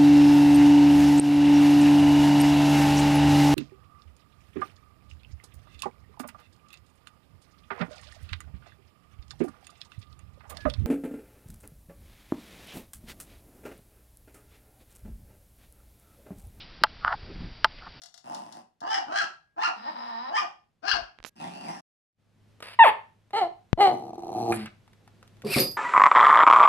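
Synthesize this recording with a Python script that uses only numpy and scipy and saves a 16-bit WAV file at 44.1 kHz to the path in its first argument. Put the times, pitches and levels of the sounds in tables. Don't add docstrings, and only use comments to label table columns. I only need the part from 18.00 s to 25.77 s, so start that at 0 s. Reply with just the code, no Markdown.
import sys
import numpy as np
from scipy import signal
from scipy.fft import rfft, irfft
from scipy.io import wavfile
from scipy.ndimage import uniform_filter1d

SR = 44100
rng = np.random.default_rng(int(sys.argv[2]) if len(sys.argv) > 2 else 0)


def log_audio(samples):
    frames = np.atleast_2d(samples).T
    limited = np.clip(frames, -1, 1)
    pcm = np.round(limited * 32767).astype(np.int16)
    wavfile.write(sys.argv[1], SR, pcm)


N = 342643
TIME = np.arange(N) / SR
SILENCE_S = 3.8


def from_db(db):
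    return 10 ** (np.asarray(db) / 20)


def unit_power(x):
    return x / np.sqrt(np.mean(x ** 2) + 1e-20)


def follow(rows, t):
    seconds, *columns = np.transpose(rows)
    return [np.interp(t, seconds, column) for column in columns]


def span(start, end):
    return TIME[int(start * SR):int(end * SR)]


def gate(start, end, t=TIME, fade_s=0.0024):
    return np.clip(np.minimum(t - start, end - t) / fade_s, 0, 1)


def place(x, start):
    return np.pad(x, (int(start * SR), N))[:N]


def band(x, hz, kind, order=2):
    sections = signal.butter(order, np.clip(hz, 10, .45 * SR), kind, fs=SR, output="sos")
    return signal.sosfilt(sections, x + 1e-18)


def wander(rate_hz, size=N):
    return unit_power(band(rng.standard_normal(size + SR // 4), rate_hz, "low")[SR // 4:])


def colour(x, spectrum, formants=(), size=4096):
    hz = np.maximum(np.arange(size // 2 + 1) * SR / size, 1)
    points_hz, points_db = np.transpose(spectrum)
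    db = np.interp(np.log(hz), np.log(points_hz), points_db)
    for centre, width, peak_db in formants:
        db = db + peak_db / (1 + (2 * (hz - centre) / width) ** 2)
    cepstrum = irfft(np.log(from_db(db)))[:size // 2]
    cepstrum[1:] *= 2
    impulse = irfft(np.exp(rfft(cepstrum, size)))[:size // 2]
    return signal.fftconvolve(x, impulse)[:len(x)]


def noise(spectrum):
    return unit_power(colour(rng.standard_normal(N), spectrum))


def dying_noise(t60):
    t = np.arange(int(max(t60, .002) * 1.5 * SR)) / SR
    return rng.standard_normal(len(t)) * from_db(-60 * t / t60)


def clicks(rows):
    out = np.zeros(N)
    for start, db in rows:
        out[int(start * SR)] += from_db(db)
    return out


def ring(x, hz, t60):
    radius = from_db(-60 / (t60 * SR))
    feedback = radius * np.cos(2 * np.pi * hz / SR)
    return signal.lfilter([1, -feedback], [1, -2 * feedback, radius ** 2], x + 1e-18)


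def burst(start, length, db, sag_db_per_s, attack_s=0.00753, release_s=0.018):
    age = np.maximum(TIME - start, 0)
    edges = np.clip(np.minimum(age / attack_s, (length - age) / release_s + 1), 0, 1)
    return from_db(db - sag_db_per_s * np.minimum(age, length)) * edges


def unsteady_phase(hz, flutter, rate_hz):
    return 2 * np.pi * np.cumsum(hz * (1 + flutter * wander(rate_hz, len(hz)))) / SR


def tone(hz, levels_db, flutter):
    phase = unsteady_phase(hz, flutter, rate_hz=403)
    return np.sqrt(2) * sum(from_db(db) * np.sin(k * phase) for k, db in enumerate(levels_db, 1))


def even(x, pitch, cycles=2.8):
    size = int(max(cycles / pitch.min(), .008) * SR)
    power = np.abs(uniform_filter1d(uniform_filter1d(x ** 2, size), size))
    return x / np.sqrt(power + 1e-6 * np.mean(x ** 2))


def vocal_folds(t, pitch, rough, jitter, closure_hz=12000, shimmer_db=6, rasp=1.0, restarts=()):
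    cycle = np.cumsum(pitch * np.exp(jitter * rough * wander(220, len(t)))) / SR
    for i in np.searchsorted(t, restarts):
        cycle[i:] += np.ceil(cycle[i]) - cycle[i]
    closures = np.interp(np.arange(1, int(cycle[-1])), cycle, np.arange(len(t)))
    at, late = closures.astype(int), closures % 1
    strength = from_db(shimmer_db * rough[at] * rng.standard_normal(len(at))) * np.sqrt(SR / pitch[at])
    pulses = np.bincount(at, strength * (1 - late), len(t))
    pulses += np.bincount(at + 1, strength * late, len(t))
    pulses = band(pulses - np.sqrt(pitch / SR), closure_hz, "low")
    breath = unit_power(np.exp(-3 * (cycle % 1)) * rng.standard_normal(len(t)))
    return band(pulses + rasp * rough * breath, 70, "high")


def voice_bands(x, pitch, throat_db, chest_db, edge_db):
    too_high = np.clip(np.log2(pitch / 460), 0, 1)
    throat = from_db(throat_db) * even(band(x, [500, 1150], "band", order=3), pitch)
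    chest = from_db(chest_db - 38 * too_high) * even(band(x, 490, "low", order=6), pitch)
    edge = from_db(edge_db) * even(band(x, 1160, "high", order=7), pitch)
    return throat + chest + edge


def moving_mouth(x, rows, width_hz, lift_db, block=64):
    out, radius = x.copy(), np.exp(-np.pi * width_hz / SR)
    starts = np.arange(int(rows[0][0] * SR), int(rows[-1][0] * SR), block)
    for track in follow(rows, starts / SR):
        state = np.zeros(2)
        for i, hz in zip(starts, track):
            poles = [1, -2 * radius * np.cos(2 * np.pi * hz / SR), radius ** 2]
            rung, state = signal.lfilter([1, 0, -1], poles, x[i:i + block], zi=state)
            out[i:i + block] += from_db(lift_db) * (1 - radius ** 2) / 2 * rung
    return out


def utter(phrase, effort, shape, formants, throat_db, chest_db, edge_db, chest_follows, edge_follows,
          edge_db_per_octave=0, **texture):
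    start, end = phrase[0][0], phrase[-1][0]
    t = span(start, end)
    pitch, rough = follow(phrase, t)
    level, = follow(effort, t)
    swing = level - level.mean()
    edge = edge_db + edge_follows * swing + edge_db_per_octave * np.log2(pitch / pitch.mean())
    sound = colour(vocal_folds(t, pitch, rough, **texture), shape, formants)
    sound = voice_bands(sound, pitch, throat_db + swing, chest_db + chest_follows * swing, edge)
    return place(from_db(level.mean()) * sound * gate(start, end, t), start)


# frequency in Hz, gain in dB.
AIR_EQ = [(15, -38), (25, -3.5), (53, -11), (108, -4), (225, -8), (285, -15.5), (342, -14), (1080, -24),
          (1480, -25.5), (3420, -29.5), (13000, -43.5)]
# time in seconds, level in dB.
AIR_RIDE = [(0, -80.5), (3.78, -75), (3.83, -110), (4.12, -110), (4.2, -72.5), (4.5, -63), (5.2, -68),
            (5.6, -66.5), (6.8, -63), (7.77, -57.5)]


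def room_tone(side_db=-6, hum_hz=103.5, hum_db=2.5):
    hum = from_db(hum_db) * (TIME > SILENCE_S) * np.sin(2 * np.pi * hum_hz * TIME)
    mid = noise(AIR_EQ) + hum
    side = from_db(side_db) * noise(AIR_EQ) * [[1], [-1]]
    return from_db(follow(AIR_RIDE, TIME)[0]) * (mid + side)


# start in seconds, relative level in dB.
CLAW_HITS = [(0.0184, -24), (0.0354, -21.5), (0.0588, -25.5), (0.1416, -25), (0.177, -26.5),
             (0.3466, -18.5), (0.5242, -24.5), (0.5394, -38), (0.8051, -30)]
# frequency in Hz, gain in dB.
CLAW_EQ = [(290, -50.5), (500, -23), (732, 7), (1100, -6.5), (1350, -6), (2430, -14.5), (3280, -0.5),
           (5430, 4.5), (13000, -16.5)]


def claws(level_db=8, t60=0.031):
    scratch = dying_noise(t60)
    steps = signal.fftconvolve(clicks(CLAW_HITS), scratch / np.linalg.norm(scratch))[:N]
    return from_db(level_db) * colour(steps, CLAW_EQ)


# time in seconds, pitch in Hz, roughness from 0 to 1.
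GRUMBLE_PITCH = [(.235, 119.9, 0.67), (.35, 139.3, 0.65), (.45, 114.8, .6), (.63, 104.1, 0.52)]
# time in seconds, level in dB.
GRUMBLE_EFFORT = [(0.235, -67), (0.267, -47), (0.329, -42.5), (0.521, -58.5), (0.573, -49.5), (0.63, -73)]
# frequency in Hz, gain in dB.
LIPS_CLOSED = [(53, -68), (90, -19), (179, 2), (334, -4), (476, -22), (736, -2.5), (869, 0.5), (1070, -11),
               (2310, -24.5), (2620, -16.5), (3730, -24), (4990, -21), (6960, -25.5), (9510, -21.5),
               (13000, -32.5)]
# centre in Hz, width in Hz, gain in dB.
GROWL_FORMANTS = [(225, 160, 4), (840, 94, -2), (1883, 93, 7), (2780, 130, 3), (4200, 410, -4.5),
                  (5100, 620, 4.5)]


def grumble():
    return utter(GRUMBLE_PITCH, GRUMBLE_EFFORT, LIPS_CLOSED, GROWL_FORMANTS,
                 throat_db=4.5, chest_db=-7, edge_db=-7.5, chest_follows=0.42, edge_follows=0.61,
                 jitter=0.28, shimmer_db=9, rasp=2.2)


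# start, peak, end and length of the break in seconds; starting, top and end
# pitch in Hz; three mouth resonances and a notch in Hz; throat, chest and edge levels in dB.
BARKS = [(.808, 0.953, 1.025, 0.048, 215.4, 439.3, 230.6, 1900, 3050, 5130, 2450, -29, -52.5, -31),
         (1.063, 1.201, 1.255, 0.064, 215.7, 400.7, 261, 1664, 3390, 4120, 3600, -35, -49.5, -28.5),
         (1.56, 1.652, 1.715, 0.054, 239.3, 452.6, 231, 1760, 2790, 4240, 3680, -31, -53, -32),
         (2.298, 2.386, 2.46, .045, 286, 449.7, 300.3, 1840, 3180, 5090, 4100, -32, -54, -32),
         (2.819, 2.914, 3.0, 0.05, 199.7, 411.7, 319.5, 1674, 2800, 4200, 3960, -36, -50.5, -26)]
# frequency in Hz, gain in dB.
TEETH_BARED = [(71, -66.5), (120, -30), (339, -14), (397, -33), (554, -20), (773, 2.5), (904, 0),
               (1040, -4), (1360, -9), (2300, -14), (2820, -9.5), (3640, -19.5), (5600, -13), (6400, -20),
               (9000, -27.5), (13000, -38)]
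LIPS_DRAWN = [(120, -64), (200, -28.5), (455, -36), (754, -15), (963, -24), (1500, -12), (2150, -21),
              (2840, -14), (3700, -20), (4330, -9.5), (5100, -9.5), (5700, -14), (6580, -26),
              (10200, -33.5), (13000, -69)]
SNARL_HZ = 90


def bark(row, shape, flip_s=0.007, snarl_db=3, **texture):
    start, peak, end, break_s, start_hz, top_hz, end_hz = row[:7]
    *mouth_hz, notch_hz, throat_db, chest_db, edge_db = row[7:]
    t = span(start, end)
    breaks, drops = peak - break_s / 2, peak + break_s / 2
    climb = np.sin(np.pi / 2 * np.clip((t - start) / (.87 * (breaks - start)), 0, 1))
    squealing = np.clip(np.minimum(t - breaks, drops - t) / flip_s + .5, 0, 1)
    tail = np.interp(t, [drops, end], [0, 1])
    pitch = (start_hz + (top_hz - start_hz) * climb) * (end_hz / top_hz) ** tail
    rough = np.interp(t, [start, (start + breaks) / 2, breaks - 2 * flip_s, breaks, drops],
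                      [.5, .13, .13, .45, .65])
    throat = throat_db - 16.5 * (1 - climb) - 13 * squealing - 19 * tail
    still_shut = np.interp(t, [start, peak - 0.015], [1, 0]) ** 1.15
    closing = np.interp(t, [peak, peak + 0.076], [0, 1])
    edge = edge_db - 39 * still_shut - 19.5 * closing
    chest = chest_db - 13.5 * np.interp(t, [start, breaks, peak, drops + flip_s], [0, 0.42, 1, 0])
    shut_hz = .86 * np.array(mouth_hz)
    jaws = [(0, *shut_hz), (breaks - start, *mouth_hz), (drops - start, *mouth_hz),
            ((len(t) - 1) / SR, *shut_hz)]
    sound = colour(vocal_folds(t, pitch, rough, **texture), shape, [(notch_hz, 380, -17.5)])
    sound = moving_mouth(sound, jaws, width_hz=160, lift_db=12)
    sound = voice_bands(sound, pitch, throat, chest, edge)
    sound *= from_db(snarl_db * wander(SNARL_HZ, len(t)))
    return place(sound * gate(start, end, t, fade_s=0.013), start)


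def barks():
    bared = sum(bark(row, TEETH_BARED, jitter=.17, shimmer_db=8, rasp=0.64, closure_hz=8900)
                for row in BARKS[:-1])
    return bared + bark(BARKS[-1], LIPS_DRAWN, jitter=.16, shimmer_db=11, rasp=0.52, closure_hz=6500)


# time in seconds, pitch in Hz, level in dB.
SQUEAL_CURVES = [
    [(.83, 690, -50), (.862, 720, -39), (.885, 870, -31), (.905, 890, -30), (.92, 790, -28),
     (.945, 790, -29), (.96, 740, -40), (.977, 800, -30), (1.025, 700, -41)],
    [(1.085, 690, -46), (1.12, 620, -37), (1.16, 740, -37), (1.178, 812, -37), (1.2, 822, -37),
     (1.215, 680, -38), (1.24, 640, -42)],
    [(1.572, 680, -45), (1.595, 880, -29), (1.622, 905, -25), (1.632, 1170, -30), (1.646, 1390, -25),
     (1.661, 1400, -24), (1.675, 1150, -31), (1.688, 800, -28), (1.712, 660, -38)],
    [(2.3, 590, -45), (2.335, 790, -32), (2.36, 910, -26), (2.372, 1170, -29), (2.39, 1235, -26),
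     (2.405, 1120, -36), (2.418, 900, -37), (2.428, 750, -30), (2.455, 640, -42)],
    [(2.83, 620, -43), (2.855, 780, -31), (2.878, 810, -37), (2.89, 1260, -32), (2.91, 1410, -33),
     (2.922, 1650, -22), (2.937, 1180, -30), (2.952, 730, -29), (3.0, 660, -38)],
]
# harmonics 2, 3 and 4 in dB relative to the note.
SQUEAL_OVERTONES = [(-7.5, -14.5, -12), (11, -14, -3), (-6, -20.5, -18.5), (-7, -22.5, -20.5),
                    (-6.5, -9, -29)]


def squeals(dull_db=15, dull_s=0.054, snarl_db=1.5):
    out = np.zeros(N)
    for curve, overtones, (_, peak, *_) in zip(SQUEAL_CURVES, SQUEAL_OVERTONES, BARKS):
        start, end = curve[0][0], curve[-1][0]
        t = span(start, end)
        hz, db = follow(curve, t)
        dull = dull_db * np.minimum(((t - peak) / dull_s) ** 2, 1)
        sound = tone(hz, [db] + [db + over - dull for over in overtones], flutter=0.014)
        sound *= from_db(snarl_db * wander(SNARL_HZ, len(t)))
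        out += place(sound * gate(start, end, t, fade_s=.005), start)
    return out


def lid(voice):
    return from_db(-77) * ring(voice, hz=1640, t60=.75)


# time in seconds, pitch in Hz, roughness from 0 to 1.
DRONE_PITCH = [(1.758, 188.6, 0.53), (1.84, 231.5, 0.32), (1.88, 312.8, 0.16), (1.92, 320.9, 0.49),
               (1.96, 235.2, 0.36), (2.1, 236.5, 0.32), (2.15, 221.5, 0.26), (2.22, 246, 0.1),
               (2.27, 262, 0.16), (2.302, 291, 0.12)]
# time in seconds, level in dB.
DRONE_EFFORT = [(1.758, -59.5), (1.827, -51), (1.886, -34), (1.94, -55), (1.966, -43.5), (2.29, -42.5),
                (2.3, -35)]
# frequency in Hz, gain in dB.
THROUGH_NOSE = [(71, -98), (120, -51), (225, -4), (389, -30), (623, -11.5), (819, -4), (904, -0.5),
                (1060, -8), (1830, -22), (2320, -22.5), (5070, -27), (5930, -39), (13000, -40.5)]
# centre in Hz, width in Hz, gain in dB.
NOSE_FORMANTS = [(980, 170, 5.6), (1830, 93, 14), (3937, 86, 13), (5130, 670, 16.3)]


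def drone():
    return utter(DRONE_PITCH, DRONE_EFFORT, THROUGH_NOSE, NOSE_FORMANTS,
                 throat_db=4, chest_db=-11, edge_db=-2.5, chest_follows=0.076, edge_follows=0.54,
                 closure_hz=3980, jitter=.22, shimmer_db=11)


# start in seconds, relative level in dB.
MIC_BUMPS = [(2.934, -35), (2.984, -44.5), (3.02, -38.5), (3.198, -45)]


def bumps():
    return from_db(-5) * band(ring(clicks(MIC_BUMPS), hz=45, t60=0.16), 260, "low")


# start in seconds, peak on the right in dB, brightness in Hz.
KNOCKS = [(3.1877, -29.5, 2900), (3.2029, -33, 2260), (3.2283, -31, 4200), (3.2403, -19.5, 6100),
          (3.2486, -15.5, 2950), (3.2526, -26, 4000), (3.2534, -22, 6500), (3.263, -27.5, 8900),
          (3.266, -27.5, 3000)]
# frequency in Hz, gain in dB.
SCUFF_EQ = [(200, -6), (1500, -5), (4500, -3), (7200, 2), (8300, -11), (10000, -2), (13000, -5)]


def clatter(left_db=-15, low_cut_hz=120):
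    scuff = burst(start=3.258, length=.033, db=-43, sag_db_per_s=120, attack_s=0.0019, release_s=0.0058)
    out = scuff * noise(SCUFF_EQ)
    for start, db, hz in KNOCKS:
        knock = band(signal.unit_impulse(SR // 50), hz, "low", order=3)
        knock = band(knock, low_cut_hz, "high")
        out += place(from_db(db) * knock / np.abs(knock).max(), start)
    return from_db([[left_db], [0]]) * out


# time in seconds, pitch in Hz, roughness from 0 to 1.
MUTTER_PITCH = [(3.355, 109.4, 0.55), (3.44, 174.7, 0.49), (3.53, 129.4, 0.59), (3.62, 134.9, 0.67),
                (3.69, 174.5, 0.478), (3.8, 140.9, 0.5)]
# time in seconds, level in dB.
MUTTER_EFFORT = [(3.354, -63), (3.394, -63), (3.402, -43), (3.448, -42.5), (3.505, -52), (3.55, -49),
                 (3.63, -49), (3.69, -39), (3.74, -49), (3.8, -57)]
# time in seconds, two resonances in Hz.
MUTTER_MOUTH = [(3.36, 2730, 5260), (3.41, 2660, 3650), (3.45, 1940, 3430), (3.49, 2450, 3380),
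                (3.54, 2700, 4540), (3.61, 2760, 4648), (3.68, 2170, 4800), (3.72, 2140, 5840),
                (3.79, 1648, 5150)]


def mutter():
    growl = utter(MUTTER_PITCH, MUTTER_EFFORT, LIPS_CLOSED, GROWL_FORMANTS,
                  throat_db=0.5, chest_db=-3, edge_db=-8.5, chest_follows=0.56, edge_follows=0.53,
                  jitter=0.25, shimmer_db=10)
    return moving_mouth(growl, MUTTER_MOUTH, width_hz=200, lift_db=10)


# start in seconds, relative peak in dB, brightness in Hz.
CLOSE_TICKS = [(4.604, -34.5, 1060), (4.625, -25, 1284), (5.307, -41, 1290), (6.54, -24, 819),
               (6.659, -27.5, 1514), (6.878, -44.5, 1350), (6.932, -45, 2190), (7.077, -38.5, 1063),
               (7.228, -40, 1190), (7.277, -45, 5000), (7.369, -47.5, 3610), (7.42, -35.5, 2740)]


def ticks(level_db=-1, crack=5, t60=0.028):
    out = np.zeros(N)
    for start, db, hz in CLOSE_TICKS:
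        tick = dying_noise(t60)
        tick[0] += crack
        tick = band(tick, [hz / 2.8, hz * 1.1], "band", order=1)
        out += place(from_db(db + level_db) * tick / np.abs(tick).max(), start)
    return out


# start and length in seconds, level in dB, sag in dB per second.
HUFFS = [(4.621, 0.12, -45, 9), (6.538, 0.12, -44, 50)]
NOSE_HISS = [(6.515, 0.047, -42, 30)]
# frequency in Hz, gain in dB.
HUFF_EQ = [(240, -33.5), (400, -8), (1640, -6), (2300, -3.5), (4000, -11.5), (4900, -7.5), (5920, -33.5),
           (9860, -18.5), (13000, -32)]
NOSE_HISS_EQ = [(5500, -40), (7200, -7), (8300, -7), (9400, -2), (11500, -6), (12500, -21)]


def huffs(grain_db=3, grain_hz=99):
    puffs = sum(burst(*row) for row in HUFFS) * noise(HUFF_EQ)
    hiss = sum(burst(*row) for row in NOSE_HISS) * noise(NOSE_HISS_EQ)
    return (puffs + hiss) * from_db(grain_db * wander(grain_hz))


# time in seconds, pitch in Hz, roughness from 0 to 1.
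YAP_PITCH = [(4.789, 1033, 0.27), (4.795, 938, .3), (4.806, 897.3, 0.15), (4.823, 917.7, 0.18),
             (4.832, 879.3, 0.41), (4.839, 836.3, 0.44), (4.844, 727.6, 0.57), (4.851, 617.7, 0.4),
             (4.862, 534, 0.55), (4.873, 465.6, 0.41), (4.884, 422, 0.53), (4.896, 404, 0.5),
             (4.908, 300, 0.71)]
# time in seconds, level in dB.
YAP_EFFORT = [(4.79, -34), (4.8, -43), (4.827, -37), (4.841, -18), (4.859, -18), (4.88, -17.5),
              (4.894, -20), (4.909, -30)]
# frequency in Hz, gain in dB.
WIDE_OPEN = [(59, -76), (100, -41.5), (480, -17.5), (736, -15), (884, -5), (1500, -30), (1800, -21),
             (3120, -30), (4510, -37.5), (5640, -59.5), (6600, -60), (7500, -47), (11700, -43),
             (13000, -76.5)]
# centre in Hz, width in Hz, gain in dB.
YAP_FORMANTS = [(862, 130, 6.5), (1804, 210, 0.8), (2550, 490, 3), (3250, 300, 2), (4040, 294, -12),
                (4580, 300, 5), (4900, 250, -6)]
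# time in seconds, level in dB, roll-off in dB per harmonic.
YAP_CORE = [(4.789, -15, 9.2), (4.796, -8.5, 9.7), (4.81, -8, 9), (4.828, -8, 8.6), (4.839, -16.5, 3.4),
            (4.845, -14.5, 8), (4.853, -19, 5), (4.866, -23.5, 6), (4.882, -32.5, 4)]


def yap(harmonics=4):
    grit = utter(YAP_PITCH, YAP_EFFORT, WIDE_OPEN, YAP_FORMANTS,
                 throat_db=0.5, chest_db=-18.5, edge_db=-4.5, chest_follows=1, edge_follows=1,
                 closure_hz=5530, shimmer_db=3, jitter=0.097)
    grit = signal.lfilter([.64, -1.58, 1], [1, -1.58, .64], grit)
    start, end = YAP_CORE[0][0], YAP_CORE[-1][0]
    t = span(start, end)
    db, roll_off = follow(YAP_CORE, t)
    pitch, _ = follow(YAP_PITCH, t)
    core = tone(pitch, [db - k * roll_off for k in range(harmonics)], flutter=0.012)
    return grit + place(core * gate(start, end, t), start)


# time in seconds, pitch in Hz, roughness from 0 to 1.
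WOOF_PITCH = [(5.33, 425, 0.9), (5.345, 387, 0.49), (5.37, 450, 0.48), (5.4, 435, 0.37),
              (5.42, 364.3, 0.16), (5.445, 344.3, 0.48), (5.48, 320.4, 0.66)]
DEEP_WOOF_PITCH = [(5.773, 328.6, 0.42), (5.8, 382, 0.66), (5.82, 414, 0.32), (5.85, 392, 0.18),
                   (5.875, 362.7, 0.505), (5.915, 358.5, 1), (5.94, 104, 0.25)]
# time in seconds, level in dB.
WOOF_EFFORT = [(5.331, -37), (5.34, -25.5), (5.39, -25), (5.408, -30.5), (5.416, -20), (5.428, -19.5),
               (5.48, -38)]
DEEP_WOOF_EFFORT = [(5.773, -33), (5.797, -25.5), (5.806, -15.5), (5.828, -14), (5.842, -16),
                    (5.868, -17.5), (5.894, -22), (5.94, -34)]
# frequency in Hz, gain in dB.
ROUNDED = [(59, -64), (100, -20.5), (307, -18.5), (391, -17.5), (500, -14.5), (798, -3.5), (999, -19),
           (1630, -38.5), (2080, -32), (2650, -40), (2940, -38), (4240, -38), (6500, -54), (7200, -47.5),
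           (13000, -50.5)]
# centre in Hz, width in Hz, gain in dB.
WOOF_FORMANTS = [(347, 53, 5.5), (755, 280, 0.8), (1310, 220, 4), (1737, 95, 6.5), (2060, 190, 6),
                 (2640, 150, -6), (2980, 260, 11.5), (3600, 200, -7.5), (4250, 380, 11.5),
                 (4710, 240, -9.5)]


def woofs():
    first = utter(WOOF_PITCH, WOOF_EFFORT, ROUNDED, WOOF_FORMANTS,
                  throat_db=-0.4, chest_db=-14, edge_db=-12, chest_follows=0.66, edge_follows=0.75,
                  edge_db_per_octave=37, closure_hz=7000, jitter=0.078, rasp=0.23)
    second = utter(DEEP_WOOF_PITCH, DEEP_WOOF_EFFORT, ROUNDED, WOOF_FORMANTS,
                   throat_db=0, chest_db=-9, edge_db=-14, chest_follows=0.5, edge_follows=1.59,
                   closure_hz=6950, jitter=0.087, rasp=0.58)
    return first + second


def pop(start=5.7307, left_db=6, right_db=-23):
    punch = ring(clicks([(start, -8.5)]), hz=108, t60=0.026)
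    tail = ring(clicks([(start, -38)]), hz=24, t60=0.22)
    return from_db([[left_db], [right_db]]) * band(punch + tail, 3860, "low")


# time in seconds, pitch in Hz, roughness from 0 to 1.
RATTLE_PITCH = [(5.93, 105, 0.38), (5.98, 84.2, 0.45), (6.04, 63.86, 0.24), (6.1, 83.7, 0.35),
                (6.3, 90.05, 0.34), (6.38, 116.6, 0.43), (6.5, 118.4, 0.42), (6.56, 110.7, 0.2),
                (6.67, 106.7, 0.093)]
# time in seconds, level in dB.
RATTLE_EFFORT = [(5.93, -28), (5.96, -40), (6.128, -40.5), (6.3, -35.5), (6.39, -29), (6.47, -30.5),
                 (6.512, -22.5), (6.586, -38.5), (6.638, -40), (6.67, -54)]
# frequency in Hz, gain in dB.
JAW_SHUT = [(47, -56), (80, -28), (108, -1), (162, -10), (237, -3), (300, -10), (341, 2.5), (395, -15),
            (469, -11), (521, -26), (749, -9), (1390, -47.5), (7160, -45), (11200, -52), (13000, -52)]
# centre in Hz, width in Hz, gain in dB.
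RATTLE_FORMANTS = [(361, 44, 7.4), (785, 300, 6), (1215, 240, 11.3), (2550, 540, 7.5), (4180, 610, 15.7),
                   (5900, 800, 10.5), (11100, 2300, 6.2)]
CATCHES = [(6.111, 6.132), (6.164, 6.181), (6.211, 6.222), (6.257, 6.269), (6.305, 6.318)]


def rattling_growl(lips_close_s=6.52, closing_s=0.025, muffled_hz=365):
    growl = utter(RATTLE_PITCH, RATTLE_EFFORT, JAW_SHUT, RATTLE_FORMANTS,
                  throat_db=-1.5, chest_db=-6.5, edge_db=-18.5, chest_follows=1, edge_follows=0.99,
                  closure_hz=1310, jitter=.13, rasp=1.86, restarts=[end for _, end in CATCHES])
    flow = 1 - sum(gate(start, end) for start, end in CATCHES)
    shut = np.clip((TIME - lips_close_s) / closing_s, 0, 1)
    return flow * ((1 - shut) * growl + shut * band(growl, muffled_hz, "low"))


# start and length in seconds, level in dB,
# sag in dB per second, starting and end pitch in Hz, relative level of the octave in dB.
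GRUNTS = [(6.507, 0.13, -31.5, 36, 113, 106.6, -1.5), (7.446, 0.036, -26.5, 380, 222, 183.5, 2.5),
          (7.559, 0.07, -24.5, 205, 140, 117.7, -5.5)]


def grunts():
    out = np.zeros(N)
    for start, length, db, sag, start_hz, end_hz, octave_db in GRUNTS:
        hz = np.interp(TIME, [start, start + length], [start_hz, end_hz])
        phase = unsteady_phase(hz, flutter=0.0349, rate_hz=150)
        out += burst(start, length, db, sag) * (np.sin(phase) + from_db(octave_db) * np.cos(2 * phase))
    return out


# start and length in seconds, level in dB, sag in dB per second.
CHUFFS = [(6.522, 0.0053, -26, 500), (6.662, .014, -42.5, 200)]
# frequency in Hz, gain in dB.
CHUFF_EQ = [(400, -8), (900, -13), (1300, 1), (1800, -5), (2500, -1), (3200, -19), (4200, -11), (5300, -40)]


def chuffs():
    return sum(burst(*row, attack_s=0.00088, release_s=0.013) for row in CHUFFS) * noise(CHUFF_EQ)


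# start and length in seconds, level in dB, sag in dB per second.
SNORTS = [(7.435, 0.097, -39.5, 20), (7.559, 0.12, -20.5, 211)]
# frequency in Hz, gain in dB.
SNORT_EQ = [(35, -62), (60, -20), (134, -1), (393, -5), (440, -13.5), (538, -6), (824, -19.5),
            (1200, -16.5), (1560, -50), (2640, -120)]
SPRAY_EQ = [(410, -37), (700, -3.5), (821, -16), (1210, -9.5), (1480, -11.5), (2530, -5.5), (3110, -12),
            (4000, -7.5), (4900, -2.5), (6000, -18), (6880, -24), (7590, -14), (12300, -13), (13300, -37)]
SNEEZE_HISS_EQ = [(3000, -48), (7000, -30), (8000, -11), (10000, 3), (11000, -5), (12000, 7), (13300, -28)]
# time in seconds, pitch in Hz, level in dB.
WHISTLE = [(7.475, 2354, -52), (7.505, 2450, -37), (7.525, 2750, -30.5), (7.54, 2534, -25.5),
           (7.55, 2190, -22), (7.565, 2110, -44)]


def sneeze(peak_s=7.575, rise_db_per_s=187, fall_db_per_s=270):
    snorts = sum(burst(*row) for row in SNORTS) * noise(SNORT_EQ)
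    spray_db = -27 - np.maximum(rise_db_per_s * (peak_s - TIME), fall_db_per_s * (TIME - peak_s))
    spray = from_db(spray_db + 2.9 * wander(140)) * gate(7.445, 7.69, fade_s=0.0077) * noise(SPRAY_EQ)
    hiss = burst(start=7.5, length=.085, db=-39, sag_db_per_s=-15) * noise(SNEEZE_HISS_EQ)
    hz, db = follow(WHISTLE, TIME)
    whistle = from_db(db) * np.sin(unsteady_phase(hz, flutter=0.0397, rate_hz=550))
    return snorts + spray + hiss + whistle * gate(WHISTLE[0][0], WHISTLE[-1][0])


# start in seconds, relative level in dB.
COLLAR_HITS = [(7.595, -25), (7.602, -21.5), (7.62, -48), (7.672, -40.5), (7.714, -43.5)]
# frequency in Hz, relative level in dB, time to fall 60 dB in seconds.
COLLAR_MODES = [(3720, -10, 0.049), (4330, -5, 0.058), (4560, -8, 0.045), (4870, -8, .35),
                (5500, -19, 0.14), (6250, -6, 0.02), (10450, -12, 0.24), (11800, 1, 0.12), (11960, 2, 0.11)]


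def collar(clink_db=-1, clink_t60=0.02, spread_db=2.5):
    clinks = signal.fftconvolve(clicks(COLLAR_HITS), dying_noise(clink_t60))[:N]
    out = from_db(clink_db) * band(clinks, [3200, 12500], "band")
    for hz, mode_db, t60 in COLLAR_MODES:
        strikes = [(start, db + mode_db + rng.normal(0, spread_db)) for start, db in COLLAR_HITS]
        out += ring(clicks(strikes), hz, t60)
    return out


def room(x, t60, wet_db, lag_s, wall_hz, gap_s, bass_hz):
    shared = band(dying_noise(t60), bass_hz, "low")
    sides = []
    for delay in (max(-lag_s, 0), max(lag_s, 0)):
        tail = shared + band(dying_noise(t60), bass_hz, "high")
        tail = band(tail, wall_hz, "low", order=1)
        tail = np.pad(tail / np.linalg.norm(tail), (int(gap_s * SR), 0))
        direct = np.pad(x, (round(delay * SR), 0))[:N]
        sides.append(direct + from_db(wet_db) * signal.fftconvolve(x, tail)[:N])
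    return np.array(sides)


# frequency in Hz, gain in dB.
RIGHT_SHADE = [(100, -1), (2900, 0.5), (3600, -17), (6500, -17), (11000, -1)]


def circling_dog():
    voice = grumble() + barks() + squeals() + drone()
    left, right = room(claws() + voice + lid(voice),
                       t60=0.31, wet_db=-6.5, lag_s=0.00051, wall_hz=6780, gap_s=.004, bass_hz=357)
    left_presence = [(100, 1), (2900, -0.5), (4000, 4), (8000, 2), (12000, -1)]
    live = np.array([colour(left, left_presence), colour(right, RIGHT_SHADE)])
    live += room(mutter(), t60=0.25, wet_db=-0.5, lag_s=.0005, wall_hz=8700, gap_s=.004, bass_hz=341)
    last_bark = gate(2.7, 3.085, fade_s=0.11)
    live *= from_db(np.outer([1.5, -6.5], last_bark))
    return live * np.clip((SILENCE_S - TIME) / 0.01 + 1, 0, 1)


def scene():
    live = circling_dog()
    close = room(ticks() + huffs() + yap() + woofs() + rattling_growl() + chuffs(),
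                 t60=0.31, wet_db=-13.5, lag_s=.00008, wall_hz=4980, gap_s=.008, bass_hz=300)
    nasal = room(grunts() + sneeze(),
                 t60=0.22, wet_db=-6.5, lag_s=0, wall_hz=6000, gap_s=0.004, bass_hz=504.6)
    metal = room(collar(), t60=0.23, wet_db=-4.5, lag_s=-.00002, wall_hz=12000, gap_s=.0033, bass_hz=500)
    return room_tone() + live + bumps() + clatter() + close + pop() + nasal + metal


def record(dry, ceiling=.98, cutoff_hz=13300):
    rounded = dry / (1 + (dry / ceiling) ** 8) ** (1 / 8)
    return signal.sosfilt(signal.ellip(10, .2, 80, cutoff_hz, fs=SR, output="sos"), rounded)


dry = scene()
out = record(dry)
log_audio(out)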